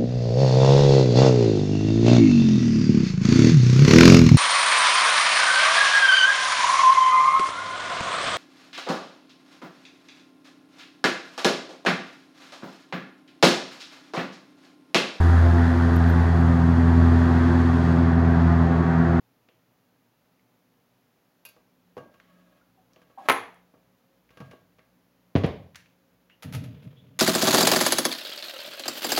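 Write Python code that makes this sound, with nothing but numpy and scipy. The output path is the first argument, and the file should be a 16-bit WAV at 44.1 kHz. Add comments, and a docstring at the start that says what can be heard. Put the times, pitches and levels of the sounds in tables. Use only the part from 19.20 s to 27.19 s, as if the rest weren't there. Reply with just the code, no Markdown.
"""Faint hiss and mains hum fill a quiet room, heard from just above an old open console stereo.
A knob clicks and the motor hums; in the record changer, levers tick, a cam slides and pivots squeak.
A sprung latch snaps against the steel deck and a record thuds onto the platter: each impact excites
the damped modes of the part it strikes. Then the stylus lands and skids into the groove,
and the loudspeakers rumble with the lead-in."""
import sys
import numpy as np
from scipy import signal
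from scipy.fft import rfft, irfft, next_fast_len
from scipy.io import wavfile
from scipy.ndimage import uniform_filter1d

SR = 44100
rng = np.random.default_rng(int(sys.argv[2]) if len(sys.argv) > 2 else 0)


def transcribe(u):
    """Save the signal u as a 16-bit wav file named by the first command-line argument.

    u: samples, shape (n,) or (channels, n), limited to [-1, 1]; the rate is SR.
    q: integer samples, one column per channel.
    """
    v = np.clip(np.atleast_2d(u).T, -1, 1)
    q = np.round(v * 32767).astype(np.int16)
    wavfile.write(sys.argv[1], SR, q)


N = 352359
TIME = np.arange(N) / SR
AGE = TIME[:32768]  # time since an impact, t/s

# spectrum of still room air and microphone hiss: f/Hz, level/dB
AIR_SPECTRUM = [(15, -61), (25, -29.5), (53, -11.5), (86, -19.5), (113, -2), (148, -9), (189, -0.5),
                (205, -13), (248, -0.5), (324, -10), (486, -11), (587, -11), (637, -11.5), (8490, -30.5),
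                (15800, -24.5)]
# reverberation time of the room: f/Hz, t60/s
ROOM_DECAY = [(90, 0.64), (250, .42), (700, 0.45), (1500, 0.41), (4000, 0.42), (12000, 0.3)]
# line spectra of the mains and of the motor: f/Hz, level/dB
MAINS_LINES = [(119.5, -83), (178.5, -86.5), (241, -86.5), (479.5, -85.5)]
MOTOR_PARTIALS = [(59.2, -10.5), (120, -15), (178.8, 1.5), (299, -11.5), (538.3, -8.5)]
# light ticks of pawl and tone arm: t/s, level/dB, centre f/Hz
PAWL_TICKS = [(0.287, -65, 2700), (1.195, -76, 2200), (3.0, -58.5, 1800), (3.734, -69.5, 5640),
              (3.761, -65.5, 2800), (4.344, -73, 9500), (5.091, -67, 2200), (5.592, -65, 2200),
              (6.18, -64.5, 10000), (6.263, -60.5, 9800), (6.547, -57.5, 2460), (6.556, -51, 2230),
              (6.5576, -52, 7360), (6.659, -66, 2520), (7.0987, -62.5, 1960)]
# strokes of the cam follower: t/s, duration/s, final level/dB
CAM_STROKES = [(2.905, .47, -62.5), (3.7, .24, -69), (3.978, .11, -52), (5.13, .2, -63)]
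# resonances of the sliding cam: f/Hz, bandwidth/Hz, level/dB
CAM_RESONANCES = [(269, 130, 0), (605.3, 120, -0.5), (1106, 34, 4), (1266, 80, -5.5), (1640, 88, -5.5)]
# squeaks of dry pivots: t/s, duration/s, start f/Hz, end f/Hz, level/dB
PIVOT_SQUEAKS = [(3.412, 0.013, 1570, 1470, -63.5), (3.574, 0.038, 787, 789, -65),
                 (3.975, 0.025, 804.6, 814, -40.5), (3.983, 0.018, 993, 963, -49),
                 (3.993, .07, 791.6, 711, -49), (7.095, 0.065, 2850, 2810, -64.5),
                 (7.762, 0.067, 3370, 3470, -65.5)]
# the switch snaps over and settles: t/s, level/dB
KNOB_IMPACTS = [(2.2518, -50.5), (2.259, -57.5), (2.288, -60.5)]
# lever knocks: t/s, level/dB, weight as bass lift/dB, hardness as treble lift/dB
LEVER_IMPACTS = [(0.284, -61.5, -13, -11), (2.364, -60, -8, 0), (2.768, -39, -5.5, -9.5),
                 (2.778, -42.5, 0.5, -1.5), (2.941, -66, 0, 13.5), (3.762, -57.5, -4, -3.5),
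                 (3.817, -62.5, 4, 9), (3.899, -63.5, 2, -0.5), (4.539, -57.5, 3, -5.5),
                 (5.105, -63.5, 7, 14), (5.172, -54, 2.5, 10), (5.203, -49, 18.5, 7),
                 (5.212, -47.5, -2, -7.5), (5.312, -56, -8, 13), (5.333, -49.5, -4, -10),
                 (5.585, -61.5, -5, 5.5)]
# the stylus lands and hops: t/s, skid duration/s, click level/dB, rumble level/dB, rumble t60/s
STYLUS_LANDINGS = [(7.224, 0.0069, -46.5, -36.5, 1), (7.325, 0.023, -42, -28.5, 0.44),
                   (7.436, 0.0035, -54, -38, 0.56), (7.634, 0.0074, -68, -37.5, 0.18)]
# the latch hits its stop and rebounds: t/s, level/dB
LATCH_IMPACTS = [(4.0868, -19.5), (4.0976, -18), (4.104, -30.5), (4.1146, -29.5), (4.122, -30.5)]
# the record lands, rocks and lands again: t/s, thud level/dB, slap level/dB
RECORD_IMPACTS = [(6.1529, -14, -31), (6.1604, -18, -28), (6.2361, -24, -31.5), (6.243, -16.5, -29.5)]
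# normal modes of switch, linkage, steel deck, latch spring and mounted platter: f/Hz, level/dB, t60/s
SWITCH_MODES = [(612, -12.5, 0.36), (1580, -7, 0.19), (2520, 1, 0.1), (2444, 0, 0.078), (2770, 3, 0.11),
                (4590, -10, 0.25), (10400, 3, 0.065), (11100, 7, .06), (12600, -10, 0.046),
                (12600, 12.5, .05)]
LINKAGE_MODES = [(131.5, -3.5, 0.33), (202, -11.5, 0.12), (283, 0.5, 0.12), (385, -3.5, .2),
                 (493, 7.5, 0.15), (638, 1.5, 0.36), (765, -10.5, 0.12), (1122, -1.5, .33),
                 (1200, -1.5, 0.19), (1337, -7, 0.12), (1520, -12.5, 0.13), (1616, -8.5, 0.65),
                 (2262, -14.5, 0.092), (2810, -12, .2)]
DECK_MODES = [(272, -2.5, .26), (352, -6, .3), (468, -8.5, 0.39), (545, -6.5, .24), (690, -14.5, 0.43),
              (755, -9.5, 0.3), (810, -2, .38), (887, -5.5, 0.28), (977.7, -3, 0.29), (997, -1, .34),
              (1048.5, 3, .28), (1146, -0.5, .33), (1215, -4, 0.2), (1298, -1.5, 0.35), (1450, -6, 0.2),
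              (1530, -10, 0.33), (1602, -5.5, .3), (1740, -13, 0.34), (1890, -11.5, .33),
              (2040, -10.5, 0.35), (2098, -6, 0.36), (2240, -10, .25), (2410, -12, 0.37),
              (2960, -14.5, 0.21), (3320, -18, 0.23)]
SPRING_MODES = [(10100, -1, .2), (9840, -3.5, .22), (10200, 0, .3), (10330, -2.5, .24), (10550, -7, .16)]
PLATTER_MODES = [(66, -1, 0.15), (92.2, 8.5, 0.3), (112, -13, .15), (137, -6.5, 0.13), (163, -12.5, 0.39),
                 (244.4, -7.5, 0.29), (283.3, -8.5, 0.53), (391, -10, 0.22), (440, -7, 0.32),
                 (492, -2, .13), (633, -12, 0.24), (690, -22.5, 0.34)]
# spectra of the contacts: f/Hz, level/dB
TICK_SPECTRUM = [(200, -10), (1500, 4.5), (15000, -13)]
KNOB_SPECTRUM = [(180, -51), (300, -24), (620, -3), (708, -23), (877, -5), (1540, -12), (1970, -12.5),
                 (2520, -0.5), (3020, -9), (5950, -11), (8560, -15), (12300, -10), (15500, -13)]
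LEVER_SPECTRUM = [(50, -15), (100, 6), (300, 7), (600, 5), (1650, -6.5), (2000, -9), (2700, -9.5),
                  (3600, -15.5), (6500, -20.5), (8400, -28.5), (10500, -20.5), (15000, -25)]
STYLUS_SPECTRUM = [(240, -32.5), (400, -3), (623, -0.5), (715, -3.5), (928, -0.5), (1080, -12.5),
                   (1280, 3.5), (1380, -4), (2430, -2), (8670, -15), (10600, -8.5), (15500, -20)]
LATCH_SPECTRUM = [(35, -61), (60, -38), (100, -17.5), (210, -18.5), (272, -3), (343, -16.5), (400, -5),
                  (560, -7), (1020, -1.5), (2400, -8.5), (4200, -20.5), (5100, -29), (6500, -28),
                  (8300, -30.5), (10200, -23), (15500, -36)]
SLAP_SPECTRUM = [(150, -32), (280, 2), (340, -11), (400, 1), (500, 0.5), (740, -4.5), (880, -12),
                 (1110, -8), (1300, -18.5), (1800, -14.5), (3400, -20), (6600, -38.5), (7600, -47.5),
                 (10000, -46), (15500, -64)]
# spectra of cam grit, groove rumble and surface noise: f/Hz, level/dB
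GRIT_SPECTRUM = [(200, -3), (700, 1.5), (2000, -3), (3300, -5), (5000, -14.5), (10500, -17.5), (15000, -25)]
RUMBLE_SPECTRUM = [(29, -49.5), (50, -33), (59, -25), (80, -6), (129, 6), (182, 0), (210, -8), (253, -2.5),
                   (280, -4.5), (338, -30), (481, -30), (537, -32), (627, -19), (700, -41), (910, -59),
                   (1540, -120)]
SURFACE_SPECTRUM = [(210, -28), (350, -10.5), (479, 0.5), (535, -10.5), (616, -5), (721, -20), (1190, -19),
                    (1510, -20.5), (3420, -19), (4200, -31), (8520, -45), (15000, -35)]
# treble response of the microphone: f/Hz, gain/dB
MICROPHONE_DIP = [(6800, 0), (7800, -5.5), (8700, -9.5), (9700, -1)]


def undb(db):
    """Amplitude ratio of a level: a factor of ten per 20 dB."""
    return 10 ** (np.asarray(db) / 20)


def unit(x):
    """Power normalisation to rms 1."""
    return x / np.sqrt(np.mean(x ** 2))


def burst(x):
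    """Energy normalisation of a transient to that of 30 ms at rms 1."""
    return x / np.sqrt(np.sum(x ** 2) / (0.03 * SR))


def at_hz(points, hz):
    """Interpolation of (f/Hz, value) points on a logarithmic frequency axis."""
    f, value = np.transpose(points)
    return np.interp(np.log(np.maximum(hz, 1)), np.log(f), value)


def tint(x, spectrum):
    """Minimum-phase filter with gains (f/Hz, level/dB); folding the cepstrum makes it causal."""
    n = 2 * next_fast_len(len(x))
    gain = undb(at_hz(spectrum, np.fft.rfftfreq(n, 1 / SR)))
    cepstrum = irfft(np.log(gain))
    cepstrum[1:n // 2] *= 2
    cepstrum[n // 2 + 1:] = 0
    return irfft(rfft(x, n) * np.exp(rfft(cepstrum)))[:len(x)]


def band(x, low_hz, high_hz, order=2):
    """Maximally flat band-pass filter."""
    edges = [low_hz, min(high_hz, SR / 2 - 1)]
    return signal.sosfilt(signal.butter(order, edges, "band", fs=SR, output="sos"), x)


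def walk(per_s):
    """Random modulation: straight lines between normal deviates, with spread near 1."""
    knots = rng.standard_normal(int(TIME[-1] * per_s) + 2)
    return np.interp(TIME * per_s, np.arange(len(knots)), knots)


def add(out, t, x):
    """Superposition of a sound that starts at t seconds."""
    start = int(t * SR)
    out[start:start + len(x)] += x[:N - start]


def ring(modes):
    """Free vibration: damped modes of alternating sign, varying a little in level and pitch per blow."""
    hz, db, t60 = np.transpose(modes)[:, :, None]
    scatter_db, detune = rng.standard_normal((2, len(modes), 1))
    polarity = (-1) ** np.arange(len(modes))[:, None]
    phase = 2 * np.pi * hz * (1 + 0.001 * detune) * AGE
    amplitude = undb(db + scatter_db - 60 * AGE / t60)
    return burst(np.sum(polarity * amplitude * np.sin(phase), axis=0))


def echoes():
    """Diffuse reverberation of cabinet and room: noise that decays faster in the treble."""
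    hz, t, noise = signal.stft(rng.standard_normal(len(AGE)), SR, nperseg=512)
    decay = undb(-60 * t / at_hz(ROOM_DECAY, hz)[:, None])
    tail = signal.istft(noise * decay, SR)[1][:len(AGE)]
    return burst(tail * (1 - np.exp(-AGE / 0.001)))


def contact(spectrum, decay_s, room_db):
    """Source and filter: a brief crack and its reflections take the spectrum of the struck part."""
    crack = burst(rng.standard_normal(len(AGE)) * np.exp(-AGE / decay_s))
    excitation = crack + undb(room_db) * echoes()
    # a hard blow feeds all broad bands evenly, so the excitation is flattened
    hz = np.fft.rfftfreq(len(AGE), 1 / SR)[1:]
    power = np.abs(rfft(excitation)[1:]) ** 2
    gain_db = at_hz(spectrum, hz) - 10 * np.log10(uniform_filter1d(power, size=130))
    return burst(tint(excitation, np.column_stack([hz, gain_db])))


def hum(lines, waver_db):
    """A line spectrum with slow random modulation of amplitude and phase."""
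    out = np.zeros(N)
    for hz, db in lines:
        phase = 2 * np.pi * hz * TIME + 0.4 * walk(per_s=4)
        out += np.sqrt(2) * undb(db + waver_db * walk(per_s=8.9)) * np.sin(phase)
    return out


def background(spin_up_s=0.2):
    """The noise floor: broadband air, mains hum and a motor hum that fades in with the switch."""
    air = undb(-67) * unit(tint(rng.standard_normal(N), AIR_SPECTRUM))
    mains = hum(MAINS_LINES, waver_db=0.5)
    running = np.clip((TIME - KNOB_IMPACTS[0][0]) / spin_up_s, 0, 1)
    motor = undb(-75) * running * hum(MOTOR_PARTIALS, waver_db=5)
    return air + mains + motor


def ticks(reference_db=-65, doubling_db=8):
    """Light impacts radiate band-limited clicks; the harder the impact, the wider the band."""
    out = np.zeros(N)
    for t, db, centre_hz in PAWL_TICKS:
        width_hz = 0.37 * centre_hz * 2 ** ((db - reference_db) / doubling_db)
        low_hz = np.hypot(centre_hz, width_hz / 2) - width_hz / 2  # centre is the geometric mean
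        click = contact(TICK_SPECTRUM, decay_s=0.004, room_db=-7)
        add(out, t, undb(db) * burst(band(click, low_hz, low_hz + width_hz, order=1)))
    return out


def stroke(t, duration, attack_s=0.0067, swell_db=5.5, release_s=0.033):
    """Spring loading: the follower takes hold, presses ever harder, then lets go."""
    age = TIME - t
    attack = np.clip(age / attack_s, 0, 1)
    swell = undb(swell_db * (np.clip(age / duration, 0, 1) - 1))
    release = np.exp(-np.maximum(age - duration, 0) / release_s)
    return attack * swell * release


def cam(grip_spread_db=2):
    """Sliding friction: tiny slips of the cam follower drive resonances, over a fine dry grit."""
    slips = rng.standard_normal(N) * undb(2 * walk(per_s=67))
    body = sum(undb(db) * band(slips, hz - width / 2, hz + width / 2) for hz, width, db in CAM_RESONANCES)
    grit = tint(slips, GRIT_SPECTRUM)
    pressure = sum(undb(db) * stroke(t, duration) for t, duration, db in CAM_STROKES)
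    grip = undb(grip_spread_db * walk(per_s=20))
    return pressure * grip * (unit(body) + undb(-5) * unit(grit))


def squeaks():
    """Stick-slip oscillation of dry pivots: short unsteady glides and their reflections."""
    direct = np.zeros(N)
    for t, duration, start_hz, end_hz, db in PIVOT_SQUEAKS:
        progress = np.minimum(AGE / duration, 1)
        jitter = walk(per_s=start_hz / 2)[:len(AGE)]  # the grip changes every other cycle
        hz = (start_hz + (end_hz - start_hz) * progress) * (1 + 0.09 * jitter)
        phase = 2 * np.pi * np.cumsum(hz) / SR
        swell = 4 * np.sqrt(progress) * (1 - progress)
        add(direct, t, undb(db) * swell * (np.sin(phase) + undb(-26.5) * np.sin(2 * phase)))
    room = echoes()
    return direct + undb(-6.5) * signal.fftconvolve(direct, room / np.linalg.norm(room))[:N]


def knob():
    """Snap action: the power switch flips over, and each impact excites its modes."""
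    out = np.zeros(N)
    for t, db in KNOB_IMPACTS:
        click = contact(KNOB_SPECTRUM, decay_s=0.014, room_db=-7)
        add(out, t, undb(db) * (click + undb(1.5) * ring(SWITCH_MODES)))
    return out


def levers():
    """Mass and hardness shape an impact: heavy links give bass, hard edges give treble and ring."""
    out = np.zeros(N)
    for t, db, weight_db, hardness_db in LEVER_IMPACTS:
        knock = contact(LEVER_SPECTRUM, decay_s=0.007, room_db=-4.5)
        linkage = undb(0.18 * hardness_db - 0.5) * ring(LINKAGE_MODES)
        shelves = [(170, weight_db), (330, 0), (700, 0),
                   (2400, hardness_db), (10500, hardness_db - 4), (15000, hardness_db - 8)]
        add(out, t, undb(db) * tint(burst(knock + linkage), shelves))
    return out


def stylus(step_s=0.01, rise_db=3, rebound_s=0.019, loss_db=14.5):
    """Inelastic rebound: the needle skids in ever harder catches, then bounces twice, ever softer."""
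    out = np.zeros(N)
    for t, skid_s, click_db, _, _ in STYLUS_LANDINGS:
        steps = round(skid_s / step_s)
        skid = [(skid_s * k / steps, -rise_db * (steps - k)) for k in range(steps)]
        bounces = [(skid_s + rebound_s * k, -loss_db * k) for k in range(3)]
        for delay, db in skid + bounces:
            click = contact(STYLUS_SPECTRUM, decay_s=0.0098, room_db=-7)
            add(out, t + delay, undb(click_db + db) * click)
    return out


def arm_sway(age, rise_s, t60):
    """Damped motion: the tone arm's sway grows after a landing and decays exponentially."""
    return np.clip(age / rise_s, 0, 1) * undb(-60 * np.maximum(age - rise_s, 0) / t60)


def groove(lag_s=0.01, rise_s=0.022, steady_db=-54, surface_db=-52, settle_db_per_s=20):
    """Transduction: the loudspeakers give out rumble, swelled by each landing, and fading crackle."""
    playing_s = np.maximum(TIME - STYLUS_LANDINGS[0][0] - lag_s, 0)
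    touching = np.minimum(playing_s / rise_s, 1)
    rumble = tint(rng.standard_normal(N), RUMBLE_SPECTRUM)
    rumble /= np.sqrt(uniform_filter1d(rumble ** 2, size=1800))  # the landings alone set the swell
    sway_power = sum((undb(db) * arm_sway(TIME - t - lag_s, rise_s, t60)) ** 2
                     for t, _, _, db, t60 in STYLUS_LANDINGS)
    swell = np.sqrt(undb(steady_db) ** 2 + sway_power)
    dust = rng.standard_normal(N) * undb(4.5 * walk(per_s=130))
    crackle = unit(tint(dust, SURFACE_SPECTRUM)) * undb(surface_db - settle_db_per_s * playing_s)
    return touching * (rumble * swell + crackle)


def latch():
    """Release of elastic energy: a spring throws the record pusher at the steel deck, then rings on."""
    out = np.zeros(N)
    for t, db in LATCH_IMPACTS:
        snap = contact(LATCH_SPECTRUM, decay_s=0.005, room_db=-10)
        add(out, t, undb(db) * (snap + undb(-6.5) * ring(DECK_MODES)))
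    add(out, t=4.112, x=undb(-40) * ring(SPRING_MODES))
    return out


def record_drop():
    """Air-cushioned impact: the disc squeezes out a puff, the platter's modes boom, the vinyl slaps."""
    out = np.zeros(N)
    for t, thud_db, slap_db in RECORD_IMPACTS:
        puff = undb(-6) * burst(band(np.exp(-AGE / 0.0027), 140, 440, order=3))
        reflections = undb(-13.5) * burst(band(echoes(), 80, 260, order=3))
        boom = undb(-7) * ring(PLATTER_MODES)
        slap = contact(SLAP_SPECTRUM, decay_s=0.0073, room_db=-3)
        add(out, t, undb(thud_db) * (boom + puff + reflections) + undb(slap_db) * slap)
    return out


def scene():
    """Linear superposition: the pressures of all sources add at one microphone."""
    changer = knob() + levers() + ticks() + latch() + record_drop() + cam() + squeaks()
    return (changer + stylus() + groove() + background())[None]


def record(dry, bass_hz=52, top_hz=15900):
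    """Frequency response of the microphone: deep bass is shed, the treble dips and the top is cut."""
    high_pass = signal.butter(5, bass_hz, "high", fs=SR, output="sos")
    low_pass = signal.ellip(10, 0.1, 70, top_hz, fs=SR, output="sos")
    dipped = tint(signal.sosfilt(high_pass, dry[0]), MICROPHONE_DIP)
    return signal.sosfilt(low_pass, dipped)[None]


dry = scene()
out = record(dry)
transcribe(out)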